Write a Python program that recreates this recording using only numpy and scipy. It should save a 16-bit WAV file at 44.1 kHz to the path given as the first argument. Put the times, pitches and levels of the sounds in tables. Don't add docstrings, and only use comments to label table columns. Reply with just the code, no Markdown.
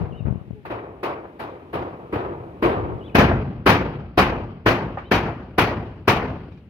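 import sys
import numpy as np
from scipy import signal
from scipy.fft import rfft, irfft, next_fast_len
from scipy.io import wavfile
from scipy.ndimage import uniform_filter1d, minimum_filter1d, map_coordinates

SR = 44100
rng = np.random.default_rng(int(sys.argv[2]) if len(sys.argv) > 2 else 0)


def waveform_to_disk(signal):
    frames = np.transpose(np.atleast_2d(signal))
    scaled = np.clip(frames, -1, 1) * 32767
    samples = np.round(scaled).astype(np.int16)
    wavfile.write(sys.argv[1], SR, samples)


def boost_factor(decibels):
    exponent = np.asarray(decibels, float) / 20
    return 10 ** exponent


N = 295055

# (time [s], peak [dB], bass [dB], top [dB], ring length [factor])
FAR_BLOWS = [
    (-.1, -23, -4.5, 14, 1.17),
    (0.251, -32.5, -5, -4, 0.72),
    (0.651, -29, -13, 14, 0.7),
    (.697, -21, -3, 5.5, 1.11),
    (1.029, -16, -12.5, 15, 0.83),
    (1.391, -24, -4, 15, 1.17),
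    (1.728, -19.5, -1.5, 11, 1.36),
    (2.124, -16.5, 0, 6.5, 1.41),
    (2.623, -10, 1, 12, 1.13),
]
# (time [s], peak [dB], bass [dB], top [dB], ring length [factor])
NEAR_BLOWS = [
    (3.149, -5.5, 4.5, -0.42, 0.7),
    (3.182, -3, 4, -2.6, 0.83),
    (3.661, -5, 1.5, 0.51, 0.85),
    (3.69, -6, -4, 1.5, 0.73),
    (4.176, -3.5, -1, 1, 0.78),
    (4.660, -6, -0.5, 0.78, .9),
    (5.113, -6, -1.5, 0, 0.89),
    (5.581, -5.5, -1, 2.5, 0.84),
    (6.077, -3.5, -1, 2.4, 0.79),
]


def on_log(hz, table, index=1):
    rows = np.array(table, float)
    return np.interp(np.log(hz), np.log(rows[:, 0]), rows[:, index])


def walk(rate):
    k = int(SR / rate)
    held = np.repeat(rng.standard_normal(N // k + 1), k)
    return 1.3 * uniform_filter1d(uniform_filter1d(held, k), k)[:N]


def dove():
    # (start [s], length [s], crest [Hz], level [dB])
    coos = [
        (.42, 0.059, 470, -55),
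        (0.525, .102, 436, -49.5),
    ]
    time, out = np.arange(N) / SR, 0
    for s, length, hz, db in coos:
        part = np.clip((time - s) / length, 0, 1)
        sagging_hz = hz * (1 - 0.078 * np.abs(part - .25) / 0.67)
        turn = 2 * np.pi * np.cumsum(sagging_hz) / SR
        octave = boost_factor(-14.5) * np.clip((part - .3) / .15, 0, 1) * np.sin(2 * turn)
        swell = boost_factor(db + 1.52 * walk(60)) * np.sin(np.pi * part) ** .6
        out = out + np.sqrt(2) * swell * (np.sin(turn) + octave)
    return out


def whistle(s, length, crest_hz, fall_hz, db, arch, swoops=False):
    crest_at, climb_share = arch
    swoop_s, swoop_hz = 0.035, 3500
    lead_s = swoop_s if swoops else 0
    fade_in_s, fade_out_s = .022 if swoops else .011, .011
    time = np.arange(N) / SR
    crest_s = s + crest_at * length
    place = np.interp(time, [s, crest_s, s + length], [-1, 0, 1])
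    hz = crest_hz - fall_hz * np.abs(place) ** 1.35 * np.where(place < 0, climb_share, 1)
    if swoops:
        hz = hz + (swoop_hz - hz) * np.clip((s - time) / swoop_s, 0, 1) ** 2
    pitch = uniform_filter1d(hz, 300) * (1 + 0.009 * walk(190))
    fade = np.minimum((time - s + lead_s) / fade_in_s, (s + length - time) / fade_out_s)
    flutter_db = 4 * np.tanh(walk(170))
    loud = np.clip(fade, 0, 1) * boost_factor(db + flutter_db - 2.5)
    beads = np.cos(np.pi * 58 * (time - crest_s + .004)) ** 4
    throb_db = 7.5 * max(fall_hz / 1000 - .5, 0)
    loud = loud * boost_factor(throb_db * (.6 - 2 * beads))
    return np.sqrt(2) * loud * np.sin(2 * np.pi * np.cumsum(pitch) / SR)


def birds():
    # (start [s], length [s], crest [Hz], fall [Hz], level [dB])
    warbles = [
        (.141, .078, 3050, 640, -55.5),
        (3.026, .084, 3500, 1400, -55.5),
    ]
    # (start [s], length [s], crest [Hz], fall [Hz], level [dB])
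    chirps = [
        (.165, .045, 3740, 90, -68),
        (3.03, .066, 3960, 650, -66),
        (3.112, .034, 2960, 260, -60),
        (5.05, .058, 4010, 820, -61),
    ]
    # (start [s], length [s], crest [Hz], fall [Hz], level [dB])
    rising_chirp = (5.038, .06, 3100, 110, -58)
    # (delay [s], level [dB])
    house_echoes = [(.011, -11), (.021, -13), (.033, -15), (.047, -17), (.09, -16), (.15, -18), (.21, -14)]
    calls = sum(whistle(*call, (.4, .46), swoops=True) for call in warbles)
    calls = calls + sum(whistle(*call, (.55, .68)) for call in chirps)
    calls = calls + whistle(*rising_chirp, (.5, 2.5))
    echoes = []
    for stretch in (1, 1.13):
        echoes.append(sum(boost_factor(db) * np.roll(calls, int(s * stretch * SR)) for s, db in house_echoes))
    return (calls + np.array(echoes)) * boost_factor(np.array([[2.5], [-2.5]]))


def wind():
    # (start [s], peak [s], end [s], rumble [dB])
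    gusts = [
        (-.08, 0.034, 0.097, -24),
        (.06, 0.127, 0.19, -32),
        (0.161, .28, 0.43, -27),
        (.42, .5, 0.76, -39),
        (2.762, 2.949, 2.98, -28),
        (3.102, 3.143, 3.1, -26),
    ]
    # (time [s], peak [dB], pitch [Hz])
    pops = [(.041, -15, 95), (.124, -22, 130), (0.164, -24, 100), (.208, -17, 125), (0.227, -20, 120),
            (0.256, -10, 95), (0.272, -10.5, 140), (0.285, -9.5, 150), (0.31, -11, 115), (0.326, -13, 150),
            (0.358, -15, 140), (.379, -21, 110), (0.414, -23, 110), (.482, -27, 100), (0.509, -19, 170),
            (0.534, -25, 100)]
    time, edge_db = np.arange(N) / SR, -19.5
    gust = 0
    for *span, db in gusts:
        shape_db = np.interp(time, span, [edge_db, 0, edge_db], left=-99, right=-99)
        gust = gust + boost_factor(db + shape_db)
    band = signal.butter(2, [60, 170], "bandpass", fs=SR, output="sos")
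    low = signal.sosfilt(band, rng.standard_normal((2, N)))
    flutter = boost_factor(2.5 * walk(30) + np.array([[3.5], [-8]]))
    rumble = low / low.std() * uniform_filter1d(gust, 400) * flutter
    out, t = np.zeros((2, N)), np.arange(-.02, .03, 1 / SR)
    for s, db, hz in pops:
        swing = np.sin(2 * np.pi * hz * t) * np.exp(-(t * hz / .5) ** 2)
        edge = .6 * np.exp(-np.abs(t) / .0007) * np.sin(2 * np.pi * 3 * hz * t)
        start = int((s + t[0]) * SR)
        out[:, start:start + len(t)] += boost_factor(db + np.array([[0], [-22]])) * (swing + edge)
    return rumble + out


def knocks():
    # (time [s], peak [dB], pitch [Hz], grit t60 [s])
    raps = [
        (.651, -26, 900, 0.09),
        (.703, -29, 700, .06),
        (1.033, -32.5, 2480, 0.19),
        (1.251, -29, 786, 0.11),
        (3.313, -9, 663, 0.046),
        (4.972, -16.5, 786, 0.18),
        (4.982, -28, 1246, 0.26),
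        (6.52, -54, 2400, 0.29),
        (6.574, -54, 2400, 0.14),
    ]
    partials = ((.7, 0.62), (1, 1), (1.55, 0.33), (2.3, 0.16))
    out, t = np.zeros((2, N + SR)), np.arange(SR // 4) / SR
    onset = 1 - np.exp(-t / 0.0019)
    for s, db, hz, t60 in raps:
        tone = sum(share * np.sin(2 * np.pi * hz * ratio * t) for ratio, share in partials)
        band = signal.butter(3, [.55 * hz, 1.9 * hz], "bandpass", fs=SR, output="sos")
        grit = signal.sosfilt(band, rng.standard_normal((2, len(t))))
        rap = boost_factor(-60 * t / 0.035) * tone + 0.8 * boost_factor(-60 * t / t60) * grit
        start = int(s * SR)
        out[:, start:start + len(t)] += boost_factor(db + 1.5) * rap * onset
    return out[:, :N]


def ribs():
    # (pitch [Hz], level [dB], t60 [s])
    rib_modes = [(1108, -22.5, 0.39), (1546, -28.5, .25), (1950, -30, .22), (2460, -29.5, .35),
                 (2770, -34, .3), (2970, -34.5, 0.28)]
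    clatter_db, clatter_t60_s, clatter_spread_s = -19.5, 0.038, .04
    tilt_db, fade_db_s = -6, 90
    out, t = np.zeros((2, N + SR)), np.arange(SR // 2) / SR
    short = t[:SR // 12]
    hz, db, t60 = np.transpose(rib_modes)[:, :, None]
    for s, peak_db, *_, length in FAR_BLOWS[1:] + NEAR_BLOWS:
        peak_db = peak_db - 2.5 * (s < NEAR_BLOWS[0][0])
        detune, share, left, right = rng.standard_normal((4, len(hz), 1))
        start = int(s * SR)
        for port, turn in enumerate((left, right)):
            decay = boost_factor(db + 2.5 * np.tanh(share) - 60 * t / (t60 * length))
            tones = decay * np.sin(2 * np.pi * hz * (1 + .03 * detune) * t + 2 * turn)
            out[port, start:start + len(t)] += boost_factor(peak_db) * tones.sum(axis=0) * (1 - np.exp(-t / .004))
        for wait, octave, size, pan in rng.random((24, 4)):
            lag = -clatter_spread_s * np.log(1 - .98 * wait)
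            ping = np.sin(2 * np.pi * 500 * 4 ** octave * short) * boost_factor(-60 * short / clatter_t60_s)
            ping = ping * np.minimum(short / .001, 1)
            ping_db = peak_db + clatter_db + tilt_db * (2 * octave - 1) + 7 * size - fade_db_s * lag / length
            start = int((s + lag) * SR)
            out[:, start:start + len(short)] += boost_factor(ping_db + np.array([[6], [-6]]) * (pan - .5)) * ping
    return out[:, :N] * boost_factor(np.array([[2.5], [-2.5]]))


def panel():
    # (pitch [Hz], level [dB], t60 [s])
    panel_modes = [(108.4, -20, 0.86), (207.8, -23.5, 0.86), (288.6, -22.5, 0.68), (355, -21.5, 0.91),
                   (435, -27.5, 0.93), (712, -20, 0.59), (984, -23.5, 0.48), (1090, -43.5, 1)]
    out, t = np.zeros(N + SR), np.arange(SR) / SR
    hz, db, t60 = np.transpose(panel_modes)[:, :, None]
    push = np.sin(2 * np.pi * 330 * t + 1.16 * np.sin(2 * np.pi * 700 * t)) * np.exp(-((t - .0035) / 0.002) ** 2)
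    loft_boom = boost_factor(-5.5) * np.sin(2 * np.pi * 338 * t) * np.exp(-((t - 0.014) / 0.0084) ** 2)
    blows = FAR_BLOWS[1:] + NEAR_BLOWS
    chance = rng.standard_normal((len(blows), 2, len(hz), 1))
    for (s, peak_db, bass_db, *_, length), (detune, share) in zip(blows, chance):
        decay = boost_factor(db + 2.27 * share + bass_db * (hz < 250) - 60 * t / (t60 * length))
        modes = decay * np.sin(2 * np.pi * hz * (1 + 0.01957 * detune) * t)
        ring = modes.sum(axis=0) * (1 - np.exp(-t / 0.0019))
        dent = -boost_factor(-1.5 if peak_db > -12 else -9) * push
        boom = loft_boom * (s < NEAR_BLOWS[0][0])
        start = int(s * SR)
        out[start:start + SR] += boost_factor(peak_db) * (dent + boom + ring)
    return out[:N]


def band_noise(hz):
    # (frequency [Hz], share common to both ports [0-1])
    likeness = [(60, 0.99), (130, 0.99), (290, 0.98), (640, 0.82), (1410, 0.32), (3100, 0), (6820, 0),
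                (15000, 0)]
    # (frequency [Hz], left minus right [dB])
    port_balance = [(60, 0), (110, 1.5), (200, 1.0), (380, 2), (700, 0.5), (1290, 1), (2380, 6),
                    (4400, 3.5), (8120, 2), (15000, 2.5)]
    size = next_fast_len(N)
    octaves = np.log2(np.maximum(np.arange(size // 2 + 1) * SR / size, 1) / hz)
    window = np.cos(np.pi / 2 * np.clip(3 * octaves, -1, 1))
    mid, side = irfft(rfft(rng.standard_normal((2, size))) * window, size)[:, :N]
    like = np.clip(on_log(hz, likeness), 0, 1)
    sign = np.array([[1], [-1]])
    ports = np.sqrt(1 + like) * mid + sign * np.sqrt(1 - like) * side
    return ports * boost_factor(sign * on_log(hz, port_balance) / 2)


def ring_power(hz, blows, colour, spread, hop):
    # (frequency [Hz], rise [ms], first decay t60 [s], loft decay t60 [s], loft share [dB])
    ring_times = [(50, 3.2, 0.48, 1.77, -2.5), (130, 2.2, 0.69, 2.04, -3), (333, 2.6, 0.44, 1.243, -5.5),
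                  (900, 4.7, 0.42, 0.88, -4), (1866, 1.8, 0.59, 1.17, -18), (3020, 6.1, 0.4, 1.32, -19.5),
                  (3780, 6.2, 0.41, 1.33, -25.5), (4980, 3.5, 0.41, 1.36, -20.5),
                  (6760, 11, 0.3, 0.68, -31.5), (12000, 1.7, 0.28, 0.73, -19)]
    rise_ms, first, loft, loft_db = (on_log(hz, ring_times, index=k) for k in range(1, 5))
    slap_db, slap_t60_s = 2.5, 0.17
    spread = 1 + (spread - 1) * min(1, 980 / hz)
    arrivals = ((-0.0037, -13.5), (0, 0), (0.14, -9.5 - 7.9 * hz / 1000))
    time, power = np.arange(0, N, hop) / SR, 0
    for s, db, bass_db, top_db, length in blows:
        mid_db = 0.1 * top_db - 5 * (length - 1)
        tone_db = on_log(hz, [(130, bass_db), (500, 0.019), (1800, mid_db), (7000, top_db)])
        for lag, echo_db in arrivals:
            t = np.maximum(time - s - lag, 0)
            fall = boost_factor(2 * slap_db - 120 * t / slap_t60_s)
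            fall = fall + boost_factor(-120 * t / (first * length)) + boost_factor(2 * loft_db - 120 * t / (loft * length))
            build = (1 - np.exp(-1000 * t / (spread * rise_ms))) ** 2
            power = power + boost_factor(2 * (db + tone_db + echo_db + on_log(hz, colour))) * build * fall
    return power


def sheet_and_air():
    # (frequency [Hz], density [dB per Hz])
    far_sheet = [(21, -39), (35, -3.5), (90, 2), (222, -5.5), (379, 8), (557, 2), (1110, -0.5), (1510, -9),
                 (2660, -20.5), (3710, -31), (6360, -50.5), (8300, -58.5), (12400, -46.5), (16000, -57)]
    # (frequency [Hz], density [dB per Hz])
    near_sheet = [(21, -34), (35, -1), (210, -2), (443, -3), (557, -4.5), (684, -4), (1090, -4.5),
                  (1510, -7), (1860, -10.5), (2590, -11.5), (3910, -20.5), (5590, -25.5), (7610, -40.5),
                  (12400, -32), (16000, -35)]
    # (frequency [Hz], density [dB per Hz])
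    air_colour = [(18, -50.5), (40, -19.5), (90, -7.5), (200, -5.5), (420, -13), (800, -31), (1600, -29),
                  (2200, -29.5), (3200, -35.5), (4500, -45.5), (8000, -54), (12000, -48.5), (16000, -56)]
    # (time [s], level [dB])
    air_ride = [(0, -42), (3.099, -37.5), (3.299, -58.5), (6.3, -46.5), (6.69, -46)]
    hop = 16
    out, rattle, swell = 0, 1.2 * walk(120), 1.2 * walk(1.5)
    time = np.arange(N)
    air_db = np.interp(time / SR, *np.transpose(air_ride)) + 14 + swell
    for hz in 35 * 2 ** (np.arange(27) / 3):
        far = ring_power(hz, FAR_BLOWS, far_sheet, 5.6, hop)
        near = ring_power(hz, NEAR_BLOWS, near_sheet, 1, hop)
        ring = np.interp(time, np.arange(0, N, hop), np.sqrt(2.26 * far + 2.09 * near))
        sheet = ring * boost_factor(rattle + 1.2 * walk(35))
        air = boost_factor(air_db + on_log(hz, air_colour))
        out = out + band_noise(hz) * np.hypot(sheet, air)
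    return out


def scene():
    # (time [s], lag [ms])
    left_lag = [(0, 0.22), (2.9, 0.29), (3.4, .14), (4.8, 0.13), (5.2, 0.035), (6.69, 0.023)]
    roof = sheet_and_air() + panel() * boost_factor(np.array([[.6], [-.6]])) + knocks()
    time = np.arange(N) / SR
    late = time - np.interp(time, *np.transpose(left_lag)) / 1000
    roof = np.array([map_coordinates(roof[0], [late * SR], mode="nearest"), roof[1]])
    return roof + wind() + birds() + dove() + ribs()


def low_pass(x):
    return signal.sosfilt(signal.butter(12, 16600, fs=SR, output="sos"), x)


def record(dry):
    # (frequency [Hz], gain [dB])
    port_colour = [(20, -9), (33, -10.5), (55, 0), (2100, 0.5), (2500, 2.5), (3120, 0.5), (3450, 0),
                   (4600, 0), (6000, -2)]
    limit_db, hold = -3, int(.01 * SR)
    dry = dry + boost_factor(-90) * rng.standard_normal(dry.shape)
    dry = signal.sosfilt(signal.butter(2, 41.8, "highpass", fs=SR, output="sos"), dry)
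    dry = signal.sosfilt(signal.ellip(8, .2, 60, 15900, fs=SR, output="sos"), dry)
    size = next_fast_len(N)
    colour = boost_factor(on_log(np.arange(1, size // 2 + 2) * SR / size, port_colour))
    dry = irfft(rfft(dry, size) * colour, size)[:, :N]
    gain = np.minimum(1, boost_factor(limit_db) / np.abs(dry).max(axis=0).clip(1e-6))
    gain = uniform_filter1d(minimum_filter1d(gain, hold), hold)
    return low_pass(np.clip(dry * gain ** 0.28, -1, 1))


dry = scene()
out = record(dry)
waveform_to_disk(out)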